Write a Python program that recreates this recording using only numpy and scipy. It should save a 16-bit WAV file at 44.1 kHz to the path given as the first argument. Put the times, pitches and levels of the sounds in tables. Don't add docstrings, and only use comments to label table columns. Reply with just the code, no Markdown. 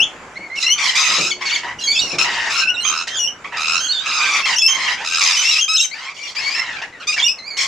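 import sys
import numpy as np
from scipy import signal
from scipy.io import wavfile
from scipy.ndimage import uniform_filter1d

SR = 44100
rng = np.random.default_rng(int(sys.argv[2]) if len(sys.argv) > 2 else 0)


def store_pcm(level_fs):
    pcm = np.round(np.clip(level_fs, -1, 1) * 32767).astype(np.int16)
    wavfile.write(sys.argv[1], SR, np.atleast_2d(pcm).T)


N = 338247


def gain_of(db):
    return 10 ** (np.asarray(db) / 20)


def evened(x):
    return x / np.sqrt(np.mean(x ** 2) + 1e-20)


def read(points, hz):
    f, value = np.transpose(points)
    return np.interp(np.log(hz + 1), np.log(f + 1), value)


def add(mix, start_s, sound):
    part = mix[:, round(start_s * SR):][:, :sound.shape[1]]
    part += sound[:, :part.shape[1]]


def wander(shape, hz):
    smooth = signal.butter(2, hz, fs=SR)
    return evened(signal.lfilter(*smooth, rng.standard_normal(shape)))


def edges(t, rise_s, fall_s):
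    nearest_edge = np.minimum((t - t[0]) / rise_s, (t[-1] - t) / fall_s)
    return np.sin(np.pi / 2 * np.clip(nearest_edge, 0, 1))


def panned(x, pan_db):
    return np.array([x * gain_of(pan_db / 2), x / gain_of(pan_db / 2)])


# (per Hz, relative)
HUSH_SPECTRUM = [(20, -3.5), (120, 4), (800, 7.5), (2200, 4), (4000, -12.5), (7000, -9.5), (10000, -17),
                 (15500, -41)]
# time_s, level_db (relative)
HUSH_LEVEL = [(0, -38), (.9, -46.5), (2.2, -39), (3, -43.5), (5.1, -45), (5.8, -54), (6.6, -45),
              (7.35, -46.5), (7.67, -44)]


def hush():
    frame, hop = 1024, 256
    count, hz = N // hop + 5, np.fft.rfftfreq(frame, 1 / SR)
    a, b, c, d, patches = rng.standard_normal((count, len(hz), 5)).T
    patches = uniform_filter1d(patches, 10, 0)
    patches = evened(uniform_filter1d(patches, 10, 1))
    mid = a + 1j * b
    width = np.clip(hz / 4000, .1, .6)[:, None]
    side = (c + 1j * d) * width
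    colour_db = read(HUSH_SPECTRUM, hz)[:, None] + 2 * patches
    noise = np.array([mid + side, mid - side]) * gain_of(colour_db)
    band = noise[:, (hz > 100) & (hz < 600)]
    unit = np.sqrt(np.mean((abs(band) ** 2).sum(1)))
    level_db = np.interp(np.arange(count) * hop / SR, *np.transpose(HUSH_LEVEL))
    noise = noise * gain_of(level_db) / unit
    return signal.istft(noise, nperseg=frame, noverlap=frame - hop)[1][:, :N]


def garden(x, t60_s=0.2):
    length = SR // 2
    slots = np.arange(200, length - 20, 20)
    at = slots + rng.integers(0, 20, (2, len(slots)))
    taps = np.zeros((2, length))
    np.put_along_axis(taps, at, rng.choice([-1., 1.], at.shape), 1)
    tail = taps * gain_of(-60 * np.arange(length) / SR / t60_s)
    side = 0.9 * np.diff(tail[1], prepend=0)
    tail = np.array([tail[0] + side, tail[0] - side])
    tail = tail / np.linalg.norm(tail[0])
    return signal.oaconvolve(x.mean(0)[None], tail, axes=1)[:, :N]


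# start_s, level_db (of the noise burst that shakes the wood)
LANDINGS = [(0.388, -26.5), (1.086, -23.5), (1.179, -14.5), (2.035, -23), (2.129, -16)]
# freq_hz, level_db (relative), t60_s
RAIL = [(208.6, -2.5, 0.35), (362, -2, 1)]


def landings():
    t, shakes = np.arange(SR // 4) / SR, np.zeros((2, N))
    for start_s, level_db in LANDINGS:
        burst = gain_of(level_db - 128 * t) * rng.standard_normal(len(t))
        add(shakes, start_s, np.tile(burst, (2, 1)))
    ring = sum(gain_of(db - 60 * t / t60_s) * np.sin(2 * np.pi * hz * t) for hz, db, t60_s in RAIL)
    ring = ring / np.linalg.norm(ring)
    ringing = signal.oaconvolve(shakes, ring[None])[:, :N]
    thump = signal.lfilter(*signal.butter(3, [120, 650], "band", fs=SR), shakes)
    return gain_of(-19.5) * ringing + gain_of(3.5) * thump


def chatter(near, count=70):
    flock = np.zeros((2, N))
    for when, pitch, bend, length, size in rng.random((count, 5)):
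        start_s, level_db = when * N / SR, -16 + 6 * size
        end_s = start_s + 0.029 + 0.11 * length
        start_hz = 900 + 700 * pitch
        end_hz = start_hz * (1 + .3 * (bend - .5))
        add(flock, *screech(start_s, end_s, start_hz, end_hz, level_db, level_db, bright_db=-3.5,
                            rough=0.382, trill_hz=0, release_s=0.012))
    near_level = np.sqrt(abs(uniform_filter1d((near ** 2).mean(0), 5000)))
    return flock * near_level


# freq_hz, level_db
THROAT = [(700, -14.5), (1200, -3.5), (2400, 1.5), (3600, -7), (5200, -7), (6600, -13.5), (9000, -22),
          (15000, -46)]
EDGE_HZ = 15800
SCOOP, SCOOP_S = .15, .005


def screech(start_s, end_s, start_hz, end_hz, start_db, end_db, bright_db, rough, trill_hz, release_s):
    t = np.arange(start_s - .004, end_s + .012, 1 / SR)
    along = (t - start_s) / (t[-1] - start_s)
    order = np.arange(1, 13)[:, None]
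    stack = (len(order), len(t))
    beat = 2 * np.pi * np.cumsum(trill_hz * (1 + 0.077 * wander(len(t), 40))) / SR

    shake = .075 * rough ** 2 * wander(len(t), 200) + .025 * rough * wander(len(t), 30)
    scoop = SCOOP * np.exp(-(t - t[0]) / SCOOP_S)
    hz = (start_hz + (end_hz - start_hz) * along) * (1 - scoop + shake + .055 * np.sin(beat))

    tilt_db = bright_db * np.clip(np.log2(order * hz / 2200), -.7, 1.1)
    colour_db = read(THROAT, order * uniform_filter1d(hz, 300)) + tilt_db
    colour_db = colour_db + 2.2 * wander(stack, 14)

    swing, slip = 1.1 * rough * order ** .25 * wander((2, *stack), 215)
    turn = order * 2 * np.pi * np.cumsum(hz) / SR
    partials = gain_of(colour_db) * ((1 + swing) * np.sin(turn) + slip * np.cos(turn))
    partials = partials * (order * hz < EDGE_HZ)

    lean = 0.53 * np.clip(order * start_hz / 2500, 0, 1) ** 2 * wander(stack, 25)
    voice = np.array([(partials * (1 + lean)).sum(0), (partials * (1 - lean)).sum(0)])
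    throb = 1 + .65 * (trill_hz > 20) * np.cos(beat + .8)
    level = gain_of(start_db + (end_db - start_db) * along)
    return start_s, evened(voice * throb) * level * edges(t, .009, release_s)


VOICES = {"ragged": (1, 0, 0.049), "harsh": (0.665, 0, 0.059), "trilled": (0.41, 82, 0.058),
          "clear": (0.14, 0, 0.037)}
# voice, start_s, end_s, start_pitch_hz, end_pitch_hz, start_level_db, end_level_db,
# brightness_db (per octave)
SCREECHES = [("harsh", .553, .65, 1350, 1300, -32.5, -12, 9.4),
             ("harsh", .778, .921, 1166, 980, -19.5, -12.5, 1.6),
             ("harsh", 0.93, 1.2, 1020, 960, -21.5, -26, -0.86),
             ("harsh", 0.95, 1.31, 1227, 1340, -14, -20.5, 7),
             ("harsh", 1.407, 1.446, 1100, 1110, -25, -10.5, -5.5),
             ("ragged", 1.45, 1.601, 850, 1000, -24, -25, 0.56),
             ("harsh", 1.63, 1.736, 980, 960, -25, -27, -10.5),
             ("harsh", 1.79, 2.159, 1700, 1300, -31, -28.5, 12.6),
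             ("harsh", 2.182, 2.264, 1323, 1287, -11, -19.5, 3.2),
             ("harsh", 2.239, 2.52, 966, 906, -20.5, -21.5, -5),
             ("harsh", 2.499, 2.638, 1290, 1385, -19, -16, 3.3),
             ("trilled", 2.843, 3.033, 1250, 1393, -23, -20, -0.7),
             ("ragged", 3.07, 3.09, 1000, 1000, -19.5, -19, 3.5),
             ("trilled", 3.097, 3.178, 2000, 1500, -31, -26, 0.88),
             ("harsh", 3.44, 3.486, 1104, 1200, -28, -26, -9.5),
             ("harsh", 3.519, 3.578, 1022, 810, -26.5, -21, -11.5),
             ("trilled", 3.562, 3.795, 1270, 1404, -22.5, -14.5, 2),
             ("harsh", 3.799, 4.058, 1520, 1530, -26, -36, 3),
             ("harsh", 4.053, 4.418, 1331, 1083, -19.5, -15, -0.069),
             ("harsh", 4.452, 4.556, 1100, 884, -15, -17.5, -0.24),
             ("harsh", 4.676, 4.95, 1100, 993, -26, -16, -2),
             ("harsh", 4.954, 5.046, 730, 980, -33.5, -18.5, -6),
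             ("trilled", 5.04, 5.211, 1290, 1350, -24.5, -12.5, 4.9),
             ("trilled", 5.207, 5.333, 1294, 1260, -16.5, -13, 10),
             ("harsh", 5.206, 5.335, 1200, 850, -13.5, -27.5, 1),
             ("ragged", 5.344, 5.604, 1200, 1100, -19, -20.5, 7.5),
             ("clear", 5.678, 5.738, 1297, 1285, -18, -16, 5.1),
             ("ragged", 5.762, 5.85, 1800, 1100, -51, -18, 8.8),
             ("harsh", 5.938, 6.122, 890, 1200, -32.5, -28.5, -4),
             ("harsh", 6.141, 6.329, 1162, 1098, -36.5, -29.5, 5.9),
             ("ragged", 6.347, 6.619, 1000, 1100, -27, -26.5, 0.5),
             ("harsh", 6.61, 6.811, 1050, 720, -26.5, -29, -6.5),
             ("harsh", 6.815, 6.862, 930, 800, -20.5, -32.5, -7),
             ("harsh", 6.998, 7.057, 1500, 980, -29, -41, -3.5),
             ("clear", 7.069, 7.108, 1245, 1230, -17.5, -12.5, 7.3),
             ("harsh", 7.116, 7.14, 1230, 1400, -20, -9, 6),
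             ("ragged", 7.162, 7.23, 880, 1000, -22, -21.5, -1.5),
             ("harsh", 7.567, 7.681, 1064, 1119, -18.5, -19, 6.3)]


def screeches():
    near = np.zeros((2, N))
    for voice, *call in SCREECHES:
        add(near, *screech(*call, *VOICES[voice]))
    return near


def whistle(start_s, length_s, start_hz, end_hz, start_db, end_db, octave_db, pan_db):
    rise_s, fall_s = .004, .007
    t = np.arange(start_s - rise_s, start_s + length_s + fall_s, 1 / SR)
    along = np.clip((t - start_s) / length_s, 0, 1)
    wobble, flutter = wander((2, len(t)), 110)
    soft = max(start_db, end_db) < -29
    unsteady = .007 + .016 * soft
    hz = (start_hz + (end_hz - start_hz) * along) * (1 + unsteady * wobble)
    turn = 2 * np.pi * np.cumsum(hz) / SR
    tone = np.sin(turn) + gain_of(octave_db) * np.sin(2 * turn)
    for k, below_octave_db in [(3, -17), (4, -26), (5, -30)]:
        tone += gain_of(octave_db + below_octave_db) * np.sin(k * turn)
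    level_db = start_db + (end_db - start_db) * along + 1.8 * flutter
    level = np.sqrt(2) * gain_of(level_db)
    return max(t[0], 0), panned(level * tone * edges(t, rise_s, fall_s), pan_db)


# start_s, length_s, start_pitch_hz, end_pitch_hz, start_level_db, end_level_db,
# octave_db (against the fundamental), left_right_db
WHISTLES = [(0, 0.036, 2674, 3410, -9, -16.5, -15, 4.5), (0.359, 0.018, 1970, 2204, -34, -26.5, -11, -2),
            (0.406, 0.066, 2210, 2200, -35, -32, -18, 3), (0.503, 0.066, 2026, 2210, -32.5, -26, -19, -3.5),
            (0.566, 0.022, 2970, 2680, -34, -18.5, -8, -2), (0.636, 0.029, 2014, 2050, -25, -25.5, 2, 4),
            (0.667, 0.015, 2726, 2895, -14, -14.5, -6, 1.5), (0.692, 0.037, 2116, 2210, -22, -32, -0.5, 5),
            (0.704, 0.035, 2880, 3145, -14.5, -17, -2, 3), (1.308, 0.02, 3470, 3000, -22, -27, -5.5, 4),
            (1.317, 0.05, 2243, 2135, -18, -53, -3, 5), (1.457, 0.03, 2260, 2160, -26, -24, 0, 2),
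            (1.498, 0.018, 3600, 2780, -21, -23.5, -6.5, 2),
            (1.516, 0.022, 2203, 2293, -22.5, -19.5, -0.5, 3),
            (1.544, 0.021, 3640, 2960, -20.5, -23, -4.5, 4), (1.563, 0.013, 2220, 2210, -15, -33, -4.5, -5),
            (1.79, 0.037, 2910, 2870, -32.5, -31, -5.5, -3), (1.812, 0.037, 4150, 3990, -32, -28, -16, -4),
            (1.84, 0.041, 3268, 3200, -23, -30.5, -1, 1), (1.876, 0.044, 2223, 2265, -25.5, -23, 8, -3),
            (1.925, 0.033, 3540, 3420, -25, -26, -5.5, -2), (1.928, 0.022, 2330, 2450, -27, -31, 2, 9),
            (1.958, 0.021, 2654, 2595, -21.5, -19.5, -1.5, 1),
            (1.965, 0.041, 3240, 3845, -22, -16, -12, -5), (1.995, 0.013, 2270, 2230, -32, -39, 18, -3),
            (2.017, 0.076, 2930, 2670, -20.5, -38, -3, -6), (2.109, 0.016, 2590, 2580, -27, -30, -14, 2),
            (2.13, 0.015, 2300, 2520, -30.5, -28, -21, 7), (2.613, .14, 1562, 1448, -28.5, -30.5, -25, 0.5),
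            (2.636, 0.023, 2540, 2660, -16.5, -23, -16, -9), (2.676, 0.029, 2600, 2900, -15.5, -14, -15, 6),
            (2.746, 0.014, 3900, 3710, -27, -26.5, -16, -7), (2.768, 0.037, 2670, 2905, -24, -22, -15, -6),
            (2.804, 0.02, 4260, 4120, -36, -24, -5.5, -8), (2.834, 0.024, 3070, 3300, -28.5, -23, -1, -9),
            (2.866, 0.043, 3070, 3156, -27, -28.5, 4, -13),
            (3.088, 0.088, 3080, 3250, -33.5, -28.5, -8, -8),
            (3.168, 0.021, 3570, 3380, -27.5, -23.5, -0.5, 5),
            (3.194, 0.068, 2950, 2800, -22, -23.5, 1.5, 3.5),
            (3.277, 0.041, 3030, 2800, -18.5, -36, -8, -8.5),
            (3.801, 0.07, 3120, 3260, -28.5, -27, 1.5, -6),
            (3.887, 0.034, 4160, 4500, -20.5, -15.5, -24, -4.5),
            (3.925, 0.059, 3755, 3490, -23, -22, -21, -2), (3.99, 0.05, 3560, 3870, -24, -37, -21, -16),
            (4.43, 0.021, 2644, 2690, -29, -19.5, -11, -8), (4.563, 0.022, 2800, 3170, -23, -24.5, 4, 4),
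            (4.587, 0.014, 2666, 2710, -21, -29.5, 8.5, 3),
            (4.595, 0.023, 3410, 3380, -27, -22.5, -4.5, -8),
            (4.622, 0.053, 2617, 2675, -16.5, -16.5, 4, 2),
            (4.681, 0.077, 3107, 3147, -17.5, -21, -3.5, -8),
            (5.329, 0.024, 2800, 2680, -24.5, -23.5, 4, 4), (5.37, 0.045, 2987, 3036, -19, -20, -0.5, -4.5),
            (5.439, 0.059, 2580, 2812, -22.5, -14.5, 0, 1), (5.509, 0.03, 3860, 3930, -20.5, -18, -28, 0),
            (5.51, 0.034, 2800, 2536, -23.5, -21, 2.5, 6), (5.555, 0.018, 2646, 2526, -22, -17.5, -2, 1),
            (5.588, 0.012, 2720, 2830, -17, -18, -1.5, 3.5), (5.612, 0.035, 3220, 3136, -20, -19, -2.5, 6),
            (5.736, 0.022, 2616, 2570, -25, -21, 7, 3), (5.757, 0.031, 4170, 3610, -22, -16, -11, 3),
            (5.76, 0.012, 2595, 3160, -25.5, -21, 3.5, -1), (5.785, 0.07, 3230, 3084, -30, -29.5, 6, 7),
            (5.796, 0.013, 2703, 2764, -17.5, -14, 0, 2), (5.814, 0.022, 3810, 3834, -14.5, -26, -5.5, -5),
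            (5.914, 0.028, 2084, 2320, -35.5, -30.5, -2.5, 9), (6.02, 0.041, 2080, 2670, -52, -40, 1, 5),
            (6.1, .035, 2280, 2260, -51, -44, -7, 5), (6.17, .025, 2930, 3110, -37, -43, -15, 5),
            (6.193, 0.048, 2267, 2395, -36, -37, -12, 9), (6.234, 0.044, 2885, 2770, -40, -47, 4, 16),
            (6.367, 0.037, 2305, 2600, -30, -30.5, 1.5, 11), (6.413, 0.08, 2160, 2273, -32, -22, -2, 9),
            (6.512, 0.044, 2400, 2636, -31, -29.5, 1.5, 9), (6.55, 0.036, 1810, 1780, -31, -29.5, -22, 0),
            (6.554, 0.022, 2670, 2710, -27, -33, -1, -7), (6.584, 0.017, 2650, 2685, -30, -25, 1, -10),
            (6.598, 0.026, 1987, 2135, -23, -21, -18, 0), (6.929, 0.059, 2000, 1800, -37, -43, -15, 2),
            (7.143, 0.019, 2785, 2710, -18.5, -35, -5.5, -5), (7.182, 0.02, 2320, 2266, -16, -21, -15, 2.5),
            (7.201, .029, 3320, 3220, -15, -32, -16, -1), (7.23, 0.015, 3480, 3580, -11.5, -17.5, -14, -6),
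            (7.244, 0.031, 2753, 2916, -17.5, -14.5, -2, -2), (7.284, 0.041, 2514, 2695, -17, -32, 2.5, 8),
            (7.387, 0.021, 2166, 2060, -38.5, -41, 4.5, 2),
            (7.424, 0.066, 2036, 2386, -44.5, -33.5, 4, -4.5),
            (7.506, 0.096, 2265, 2090, -33.5, -43, 4, -5.5)]


def whistles():
    notes = np.zeros((2, N))
    for note in WHISTLES:
        add(notes, *whistle(*note))
    return notes


def scene():
    near = screeches()
    birds = near + chatter(near) + whistles()
    echoes = gain_of(-3) * garden(birds)
    return birds + echoes + landings() + hush()


def record(dry):
    low = signal.firwin(301, 7750, fs=SR)[None]
    body = signal.oaconvolve(dry, low, "same")
    shaped = body + gain_of(-8.5) * (dry - body)
    shaped = shaped / (1 + shaped ** 4) ** .25
    band = signal.firwin(511, EDGE_HZ, window=("kaiser", 9), fs=SR)[None]
    return signal.oaconvolve(shaped, band, "same")


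dry = scene()
out = record(dry)
store_pcm(out)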